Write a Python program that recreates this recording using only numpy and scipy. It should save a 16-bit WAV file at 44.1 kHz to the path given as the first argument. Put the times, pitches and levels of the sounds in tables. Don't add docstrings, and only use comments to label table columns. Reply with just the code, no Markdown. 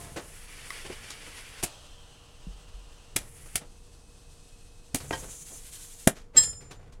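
import sys
import numpy as np
from scipy import signal
from scipy.fft import rfft, irfft
from scipy.io import wavfile

SR = 44100
rng = np.random.default_rng(int(sys.argv[2]) if len(sys.argv) > 2 else 0)


def transcribe(signal):
    frames = np.atleast_2d(signal).T
    limited = np.clip(frames, -1, 1)
    pcm = np.round(limited * 32767).astype(np.int16)
    wavfile.write(sys.argv[1], SR, pcm)


N = 308700
TIME = np.arange(N) / SR


def from_db(db):
    return 10 ** (np.asarray(db) / 20)


def rms_one(x):
    return x / np.sqrt(np.mean(x ** 2) + 1e-20)


def since(s):
    return np.maximum(TIME - s, 0)


def drift(rate_hz):
    knots = rng.standard_normal(2048)
    return np.interp(TIME * rate_hz, np.arange(len(knots)), knots)


def swell(s, half_width):
    return np.exp(-np.minimum(((TIME - s) / half_width) ** 2 / 2, 40))


def burst(s, rise_s, decay_s):
    t = TIME - s
    return np.exp(-np.minimum(np.where(t < 0, (t / rise_s) ** 2 / 2, t / decay_s), 40))


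def airflow(start, end, attack_s=0.011, release_s=0.014):
    return np.clip((TIME - start) / attack_s, 0, 1) * np.exp(-np.clip((TIME - end) / release_s, 0, 40))


def ring(s, hz, t60_s):
    out, start = np.zeros(N), int(s * SR)
    t = TIME[:min(N - start, SR)]
    out[start:start + len(t)] = np.sin(2 * np.pi * hz * t) * from_db(-60 * t / t60_s)
    return out


def metal(modes, s, build_s):
    pumped = np.clip((TIME - s) / build_s, 0, 1) ** 2
    return pumped * sum(from_db(db) * ring(s, hz, t60) for hz, db, t60 in modes)


def noise(spectrum):
    hz, db = np.transpose(spectrum)
    log_hz = np.log(np.maximum(np.fft.rfftfreq(N, 1 / SR), 1))
    skirt = np.minimum(np.exp(2 * (log_hz - np.log(hz[0]))), 1)
    colour = skirt * from_db(np.interp(log_hz, np.log(hz), db))
    return rms_one(irfft(rfft(rng.standard_normal(N)) * colour, N))


def jet(spectrum, flutter_db):
    return noise(spectrum) * from_db(flutter_db * drift(45))


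def narrow_tone(hz, width_hz):
    wobble = signal.sosfilt(signal.butter(2, width_hz, fs=SR, output="sos"), rng.standard_normal((2, N)))
    phase = 2 * np.pi * np.cumsum(hz * np.ones(N)) / SR
    return rms_one(wobble[0] * np.cos(phase) + wobble[1] * np.sin(phase))


def resonances(x, peaks):
    hz = np.fft.rfftfreq(N, 1 / SR)
    gain_db = sum(db / (1 + (2 * (hz - centre) / width) ** 2) for centre, width, db in peaks)
    return irfft(rfft(x) * from_db(gain_db), N)


# freq_hz, gain_db
RUMBLE = [(12, -9), (20, 6.5), (45, -6.5), (75, -10), (142, -17.5), (300, -25.5), (419, -25), (484, -24.5),
          (524, -30.5), (818, -32), (900, -45), (1170, -60.5), (1980, -120)]
ROOM_AIR = [(500, -20), (1000, 2.5), (2000, -9), (4000, -15), (9000, -17.5), (12000, -25.5), (16000, -33.5)]
# pitch_hz, level_db
MOTOR_HUM = [(291, -77), (474, -68.5), (711, -79.5)]


def room_tone():
    hum = sum(from_db(db) * np.sqrt(2) * np.sin(2 * np.pi * hz * TIME + 0.82 * drift(24))
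              for hz, db in MOTOR_HUM)
    rumble = from_db(-50.5) * noise(RUMBLE) * from_db(0.49 * drift(4.9))
    return rumble + from_db(-70.5) * noise(ROOM_AIR) + hum


# delay_s, gain_db
ECHOES = [(.0046, -21.5), (.0072, -24), (0.0134, -20.5), (0.0206, -17)]


def garage(x, t60_s=0.16, tail_db=-14, wall_hz=7000):
    t = TIME[:SR // 2]
    tail = rng.standard_normal(len(t)) * from_db(-60 * t / t60_s) * np.clip(t / .008, 0, 1)
    response = from_db(tail_db) * tail / np.sqrt(np.sum(tail ** 2))
    for delay, db in ECHOES:
        response[int(delay * SR)] += from_db(db)
    response = signal.sosfilt(signal.butter(1, wall_hz, fs=SR, output="sos"), response)
    return signal.fftconvolve(x, response)[:N]


# low_hz, high_hz
CONTACT_BANDS = [(130, 660), (650, 2570), (2800, 8400)]


def contact_noise(contacts, grain_db=1.5):
    out = np.zeros(N)
    for step, band in enumerate(CONTACT_BANDS, -1):
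        level = sum(envelope * from_db(step * tilt_db) for envelope, tilt_db in contacts)
        bandpass = signal.butter(2, band, "band", fs=SR, output="sos")
        out += level * rms_one(signal.sosfilt(bandpass, rng.standard_normal(N)))
    return out * from_db(grain_db * drift(250))


# peak_s, level_db
SHOVES = [(.02, -47), (.88, -56), (3.21, -53.5), (5.04, -43.5), (6.38, -43.5), (6.799, -60)]
# freq_hz, gain_db
RUBBER = [(55, -3.5), (80, 0.5), (135, -2), (190, -14), (400, -31.5), (1500, -71.5)]


def handling(hold_db=-66.5, scuffs_per_s=59, scuff_db=-18, scuff_decay_s=0.018):
    effort = sum(from_db(db) * burst(s, rise_s=0.021, decay_s=0.19) for s, db in SHOVES)
    slips = (rng.random(N) < scuffs_per_s / SR) * from_db(scuff_db + 3 * rng.standard_normal(N))
    scuffs = signal.lfilter([1], [1, -np.exp(-1 / (scuff_decay_s * SR))], effort * slips + 1e-18)
    rumble = (effort + from_db(hold_db)) * noise(RUBBER)
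    return rumble + contact_noise([(scuffs, -6)])


# start_s, level_db, pitch_hz
THUDS = [(0.169, -29, 328), (.9, -32, 361), (2.469, -31.5, 181), (4.946, -24, 270), (5.109, -27, 304)]
# start_s, level_db
ROCKS = [(2.471, -33.5), (2.741, -36), (5.199, -41)]
# pitch_hz, level_db, t60_s
SPOKES = [(695, -50, 0.98), (1037, -53, 0.82)]


def bumps():
    thuds = sum(from_db(db) * ring(s, hz, t60_s=0.078) for s, db, hz in THUDS)
    rocking = sum(from_db(db) * ring(s, hz=43.2, t60_s=0.5) for s, db in ROCKS)
    spokes = sum(from_db(db) * ring(0, hz, t60) for hz, db, t60 in SPOKES)
    return thuds + rocking + spokes


# pitch_hz, level_db, t60_s
WHEEL_MODES = [(520, -35.5, 0.23), (707, -33, 0.13), (900, -31.5, 0.14), (1040, -28.5, .1),
               (1604, -19, 0.06), (1895, -24.5, 0.087), (3120, -26.5, 0.1), (3300, -42, 0.1),
               (5000, -42, 0.1), (5170, -35, .08), (5900, -39, .07)]
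TICK_MODES = [(1143, -35.5, 0.046), (1220, -37, 0.042), (2030, -20, 0.015)]
WHEEL_HIT_S, TICK_S = 5.124, 0.7045


def clanks():
    return metal(TICK_MODES, TICK_S, build_s=0.0014) + metal(WHEEL_MODES, WHEEL_HIT_S, build_s=0.011)


# peak_s, mid_band_db, tilt_db_per_band, decay_s
KNOCKS = [(.1685, -39, -3.5, 0.025), (.854, -49, -6, 0.022), (.902, -50, -7.5, 0.02),
          (1.106, -46.5, 7, 0.015), (1.272, -53, -7, .01), (1.6291, -30, 0, .001),
          (3.461, -55.5, -3.5, 0.012), (5.006, -46.5, -1, 0.015), (5.1095, -33.5, -7, .005),
          (5.131, -39, -0.5, 0.026), (6.533, -60.5, 2.5, 0.015), (6.616, -58, -2, 0.046),
          (6.715, -48, -.5, 0.021), (6.928, -61, 1.5, .02)]
# peak_s, mid_band_db, tilt_db_per_band, decay_s
RUBS = [(.015, -52.5, -1.5, 0.14), (3.215, -55.5, -2, 0.045), (3.626, -56, -7, 0.021),
        (5.238, -54.5, -7, 0.037), (5.52, -64.5, -11, 0.045), (6.174, -55, 0.5, 0.036),
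        (6.368, -46.5, -7, 0.037)]


def knocks_and_rubs(rise_share=0.17, rub_rise_s=0.013):
    stem_click = (TICK_S, -40.5, 5.6, 0.0016)
    hits = [(from_db(db) * burst(s, rise_share * decay, decay), tilt_db)
            for s, db, tilt_db, decay in [*KNOCKS, stem_click]]
    rubs = [(from_db(db) * burst(s, rub_rise_s, decay), tilt_db) for s, db, tilt_db, decay in RUBS]
    return contact_noise(hits + rubs)


def voiced(hz, db, t60, tilt_db_per_octave=-1.0, pivot_hz=7500, ring_scale=1.033):
    return hz, db + tilt_db_per_octave * np.log2(hz / pivot_hz), t60 * ring_scale


# pitch_hz, first_touch_db, second_touch_db, t60_s
FITTING_MODES = [ (1335, -52, -70, .55), (1766, -35, -65, .3), (1808, -40, -65, .22), (2024, -42, -70, .27),
                 (3210, -33, -65, .25), (3262, -39, -65, .18), (3370, -42, -65, .25), (3949, -30, -75, .15),
                 (4186, -34, -70, .25), (4915, -37, -80, .18), (5128, -25.5, -50, .38),
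                 (5175, -22, -45, .39), (6519, -33, -60, .27), (7153, -36, -28, .5), (7568, -6.3, -60, .19),
                 (8156, -29, -70, .17), (8387, -28, -55, .42), (8432, -38, -44, .35), (9092, -52, -58, .65),
                 (9598, -46, -70, .2), (10423, -30, -80, .14), (10724, -38, -38, .35),
                 (13135, -58, -75, .5), (13555, -37, -75, .21), (14876, -42, -70, .27),
                 (15665, -62, -70, .5)]
FIRST_TOUCH_S, SECOND_TOUCH_S = 6.3645, 6.428


def fitting(skid_db=5.0, waver_db=5.0, second_trim_db=-1.0):
    first = metal([voiced(hz, db, t60) for hz, db, _, t60 in FITTING_MODES], FIRST_TOUCH_S, 0.01)
    second = metal([voiced(hz, db, t60) for hz, _, db, t60 in FITTING_MODES], SECOND_TOUCH_S, 0.0058)
    skid = burst(FIRST_TOUCH_S + 0.02, rise_s=0.0075, decay_s=0.0076)
    return first * from_db(skid_db * skid) + second * from_db(second_trim_db + waver_db * drift(50))


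def scraping(lag_s=0.008, rise_s=0.0064):
    first = from_db(-39) * burst(FIRST_TOUCH_S + lag_s, rise_s, decay_s=0.016)
    second = from_db(-53.5) * burst(SECOND_TOUCH_S + lag_s, rise_s, decay_s=0.012)
    squeak = from_db(-34.5) * swell(SECOND_TOUCH_S + lag_s, rise_s) * narrow_tone(8600, width_hz=110)
    return contact_noise([(first, 7), (second, 16)]) + squeak


def seal_release(rows, colour, lead_s, ragged_db, split_hz=1100):
    air = noise(colour) * from_db(ragged_db * drift(280))
    bass = signal.sosfiltfilt(signal.butter(2, split_hz, fs=SR, output="sos"), air)
    out = np.zeros(N)
    for s, rush_db, bass_db, rise, decay, pulse_db, half_width in rows:
        out += from_db(rush_db) * burst(s, rise, decay) * (air + (from_db(bass_db) - 1) * bass)
        pulse_time = np.clip((TIME - s + lead_s) / half_width, -9, 9)
        out += from_db(pulse_db) * pulse_time * np.exp((1 - pulse_time ** 2) / 2)
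    return out


# peak_s, rush_db, bass_gain_db, rise_s, decay_s, pulse_db, pulse_half_width_s
POP = [(6.0748, -7, -0.098, 0.00093, 0.0017, -6.5, 0.00076),
       (6.0795, -21, -0.84, 0.002, 0.011, -19, 0.00087)]
# freq_hz, gain_db
POP_COLOUR = [(100, -4.5), (420, 10.5), (680, 11), (850, -2), (1100, -3), (1500, 6), (2100, -8), (2700, -3),
              (4800, -8.5), (6500, -3.5), (9500, 4), (12000, -3), (16000, -21)]
# pitch_hz, level_db, t60_s
POP_MODES = [(181, -25, 0.041), (222, -27.5, .06), (400, -26.5, 0.054), (537, -31, 0.066),
             (640, -22.5, 0.064), (684, -25.5, 0.046), (2000, -15.5, 0.019), (3123, -24.5, 0.04),
             (5830, -18, 0.02), (7070, -16, 0.019)]


def pop():
    bang = seal_release(POP, POP_COLOUR, lead_s=0.0009, ragged_db=1.5)
    return bang + sum(from_db(db) * ring(POP[0][0], hz, t60) for hz, db, t60 in POP_MODES)


# peak_s, rush_db, bass_gain_db, rise_s, decay_s
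SPITS = [(1.639, -26.5, 4.5, 0.005, 0.0079), (3.1638, -22, 0, 0.0015, 0.0043),
         (3.5573, -22, -4, 0.001, 0.0069), (4.9479, -21, 1.5, .0013, 0.005)]
# freq_hz, gain_db
SPIT_COLOUR = [(60, -15), (350, 5), (520, -9), (700, 3), (950, -12), (1500, -6.5), (2100, 0.5), (4000, -5),
               (7000, 0.5), (10000, 3.5), (12000, -5), (16000, -17)]


def spits(pulse_s=0.0016, puff_lag_s=0.007, puff_db=-14, puff_decay_s=0.015, puff_pulse_s=0.0037):
    rows = []
    for s, db, bass_db, rise, decay in SPITS:
        pulse_db = db + bass_db - 9
        rows.append((s, db, bass_db, rise, decay, pulse_db, pulse_s))
        rows.append((s + puff_lag_s, db + puff_db, bass_db, rise, puff_decay_s,
                     pulse_db + puff_db / 2, puff_pulse_s))
    return seal_release(rows, SPIT_COLOUR, lead_s=0.0021, ragged_db=5.0)


# centre_s, half_width_s, gain_db
GRIP_SHIFTS = [(.01, 0.065, 8), (.34, 0.078, 3), (.73, .05, 4), (1.4, 0.03, 5), (1.51, 0.034, -2),
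               (3.4, 0.16, 0.5), (4.5, 0.34, 2.5), (5.76, 0.065, 5)]


def grip():
    return sum(db * swell(s, half_width) for s, half_width, db in GRIP_SHIFTS)


# freq_hz, gain_db
COUPLER_JET = [(600, -11.5), (1700, -7.5), (3200, -1.5), (5000, -3), (6500, -0.5), (8000, 4), (10000, 2.5),
               (12000, -3), (14000, -11.5), (16000, -19.5)]
COUPLER_EDGE = [(4500, -32), (5600, -15), (6100, -3.5), (7200, -0.5), (8200, -8), (9800, -4), (12000, -23)]
# time_s, gain_db
EDGE_SHARE = [(4.95, -25), (5.1, .5), (5.57, 2.5), (5.66, -22), (5.88, -2), (6.1, -9)]


def coupler(grip_db, start_s=4.96, end_s=6.07, sag_db_per_s=1.2, glove_delay_s=0.0021):
    level = airflow(start_s, end_s) * from_db(-48.5 - sag_db_per_s * since(start_s) + grip_db)
    edge_share = from_db(np.interp(TIME, *np.transpose(EDGE_SHARE), left=-140, right=-140))
    hiss = level * (jet(COUPLER_JET, flutter_db=2.5) + edge_share * jet(COUPLER_EDGE, flutter_db=2.5))
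    reflection = np.interp(TIME - glove_delay_s * (1 + .1 * drift(3.3)), TIME, hiss)
    return hiss + .2 * reflection


# freq_hz, gain_db
THIN_JET = [(1500, -31), (4000, -19), (6500, -4), (8500, -1), (10200, 2), (11200, -3), (12200, -10.5),
            (14000, -13), (16000, -20)]
WIDE_GAP = [(300, -4), (900, -5), (1500, -0.5), (2300, 3), (3100, 0), (4000, -5.5), (4700, -4), (6500, -8),
            (10000, -9.5), (14000, -32)]
# centre_hz, width_hz, gain_db
CHUCK_BORE = [(2980, 130, 0.5), (3980, 200, -2.5), (4540, 220, 1.5), (5600, 150, 1), (6850, 400, -1)]
# leak_start_s, seated_s, fill_end_s, thin_gain_db, fill_gain_db
TRIES = [(-.02, 1.64, 3.17, -53.5, -55.5), (3.175, 3.56, 4.95, -53, -59.5)]


def leaking(grip_db, gap_db=-46, shut_db=-18.5, opening_s=0.65, gap_follows=0.4, wander_db=1.0):
    thin, wide = 0, 0
    for start, seated, _, thin_db, _ in TRIES:
        flow = airflow(start, seated)
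        shut = np.clip(1 - since(start) / opening_s, 0, 1)
        thin += flow * from_db(thin_db + grip_db)
        wide += flow * from_db(gap_db + gap_follows * grip_db + shut_db * shut)
    unsteady_hand = from_db(wander_db * drift(8.3))
    hiss = thin * unsteady_hand * jet(THIN_JET, flutter_db=1.5) + wide * jet(WIDE_GAP, flutter_db=2.4)
    return resonances(hiss, CHUCK_BORE)


def valve_tone(start, end, from_hz=3350, to_hz=2810, sink_s=0.55, attack_s=0.14, fade_db_per_s=10):
    t = since(start)
    hz = to_hz + (from_hz - to_hz) * np.exp(-t / sink_s)
    level = airflow(start, end) * np.minimum(t / attack_s, 1) * from_db(-56 - fade_db_per_s * t)
    return level * narrow_tone(hz, width_hz=200)


# centre_hz, width_hz, gain_db
STEM_PEAKS = [(2610, 64, -3), (4230, 49, 5), (6080, 190, 5), (8140, 650, 5), (9300, 150, 4.5)]


def tyre_cavity(x, lap_hz=199, lap_gain=0.25):
    hz = np.fft.rfftfreq(N, 1 / SR)
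    laps = 1 / (1 - lap_gain * np.exp(-2j * np.pi * hz / lap_hz))
    return resonances(irfft(rfft(x) * laps, N), STEM_PEAKS)


# freq_hz, gain_db
FIRST_FILL = [(600, 0.5), (1200, -1.5), (1900, -8), (2350, -10.5), (2520, 0.5), (3000, -0.5), (3900, -4.5),
              (6000, -7), (8600, -9.5), (10000, -13.5), (11200, -14), (13000, -26), (16000, -27)]
SECOND_FILL = [(600, -0.5), (1200, -6.5), (1900, -9.5), (2380, -12), (2550, 2), (2750, -3), (5000, -3),
               (8800, -4.5), (11000, -8.5), (12500, -17), (13300, -21), (16000, -26)]


def inflating(grip_db, onset_db=13, settle_s=0.14, whistle_hz=2548, whistle_follows=4.3):
    (_, start, end, _, first_db), (_, restart, stop, _, second_db) = TRIES
    onset = np.exp(-since(start) / settle_s)
    first = airflow(start, end) * from_db(first_db + onset_db * onset) * jet(FIRST_FILL, flutter_db=1.1)
    first += valve_tone(start, end)
    second = from_db(second_db + grip_db) * jet(SECOND_FILL, flutter_db=1.4)
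    whistle = from_db(-79.5 + whistle_follows * grip_db) * narrow_tone(whistle_hz, width_hz=40)
    return from_db(-1.5) * tyre_cavity(first + airflow(restart, stop) * (second + whistle))


def scene():
    grip_db = grip()
    air = from_db(-2.5) * (leaking(grip_db) + inflating(grip_db) + coupler(grip_db)) + spits()
    at_wheel = air + knocks_and_rubs() + handling() + bumps() + clanks()
    close_up = pop() + from_db(0.6) * fitting() + scraping()
    reflections = garage(at_wheel + from_db(-3.0) * close_up)
    return (at_wheel + close_up + reflections + room_tone())[None]


def record(dry):
    lowpass = signal.ellip(10, .1, 80, 15900, fs=SR, output="sos")
    return signal.sosfilt(lowpass, np.clip(dry, -.95, .95))


dry = scene()
out = record(dry)
transcribe(out)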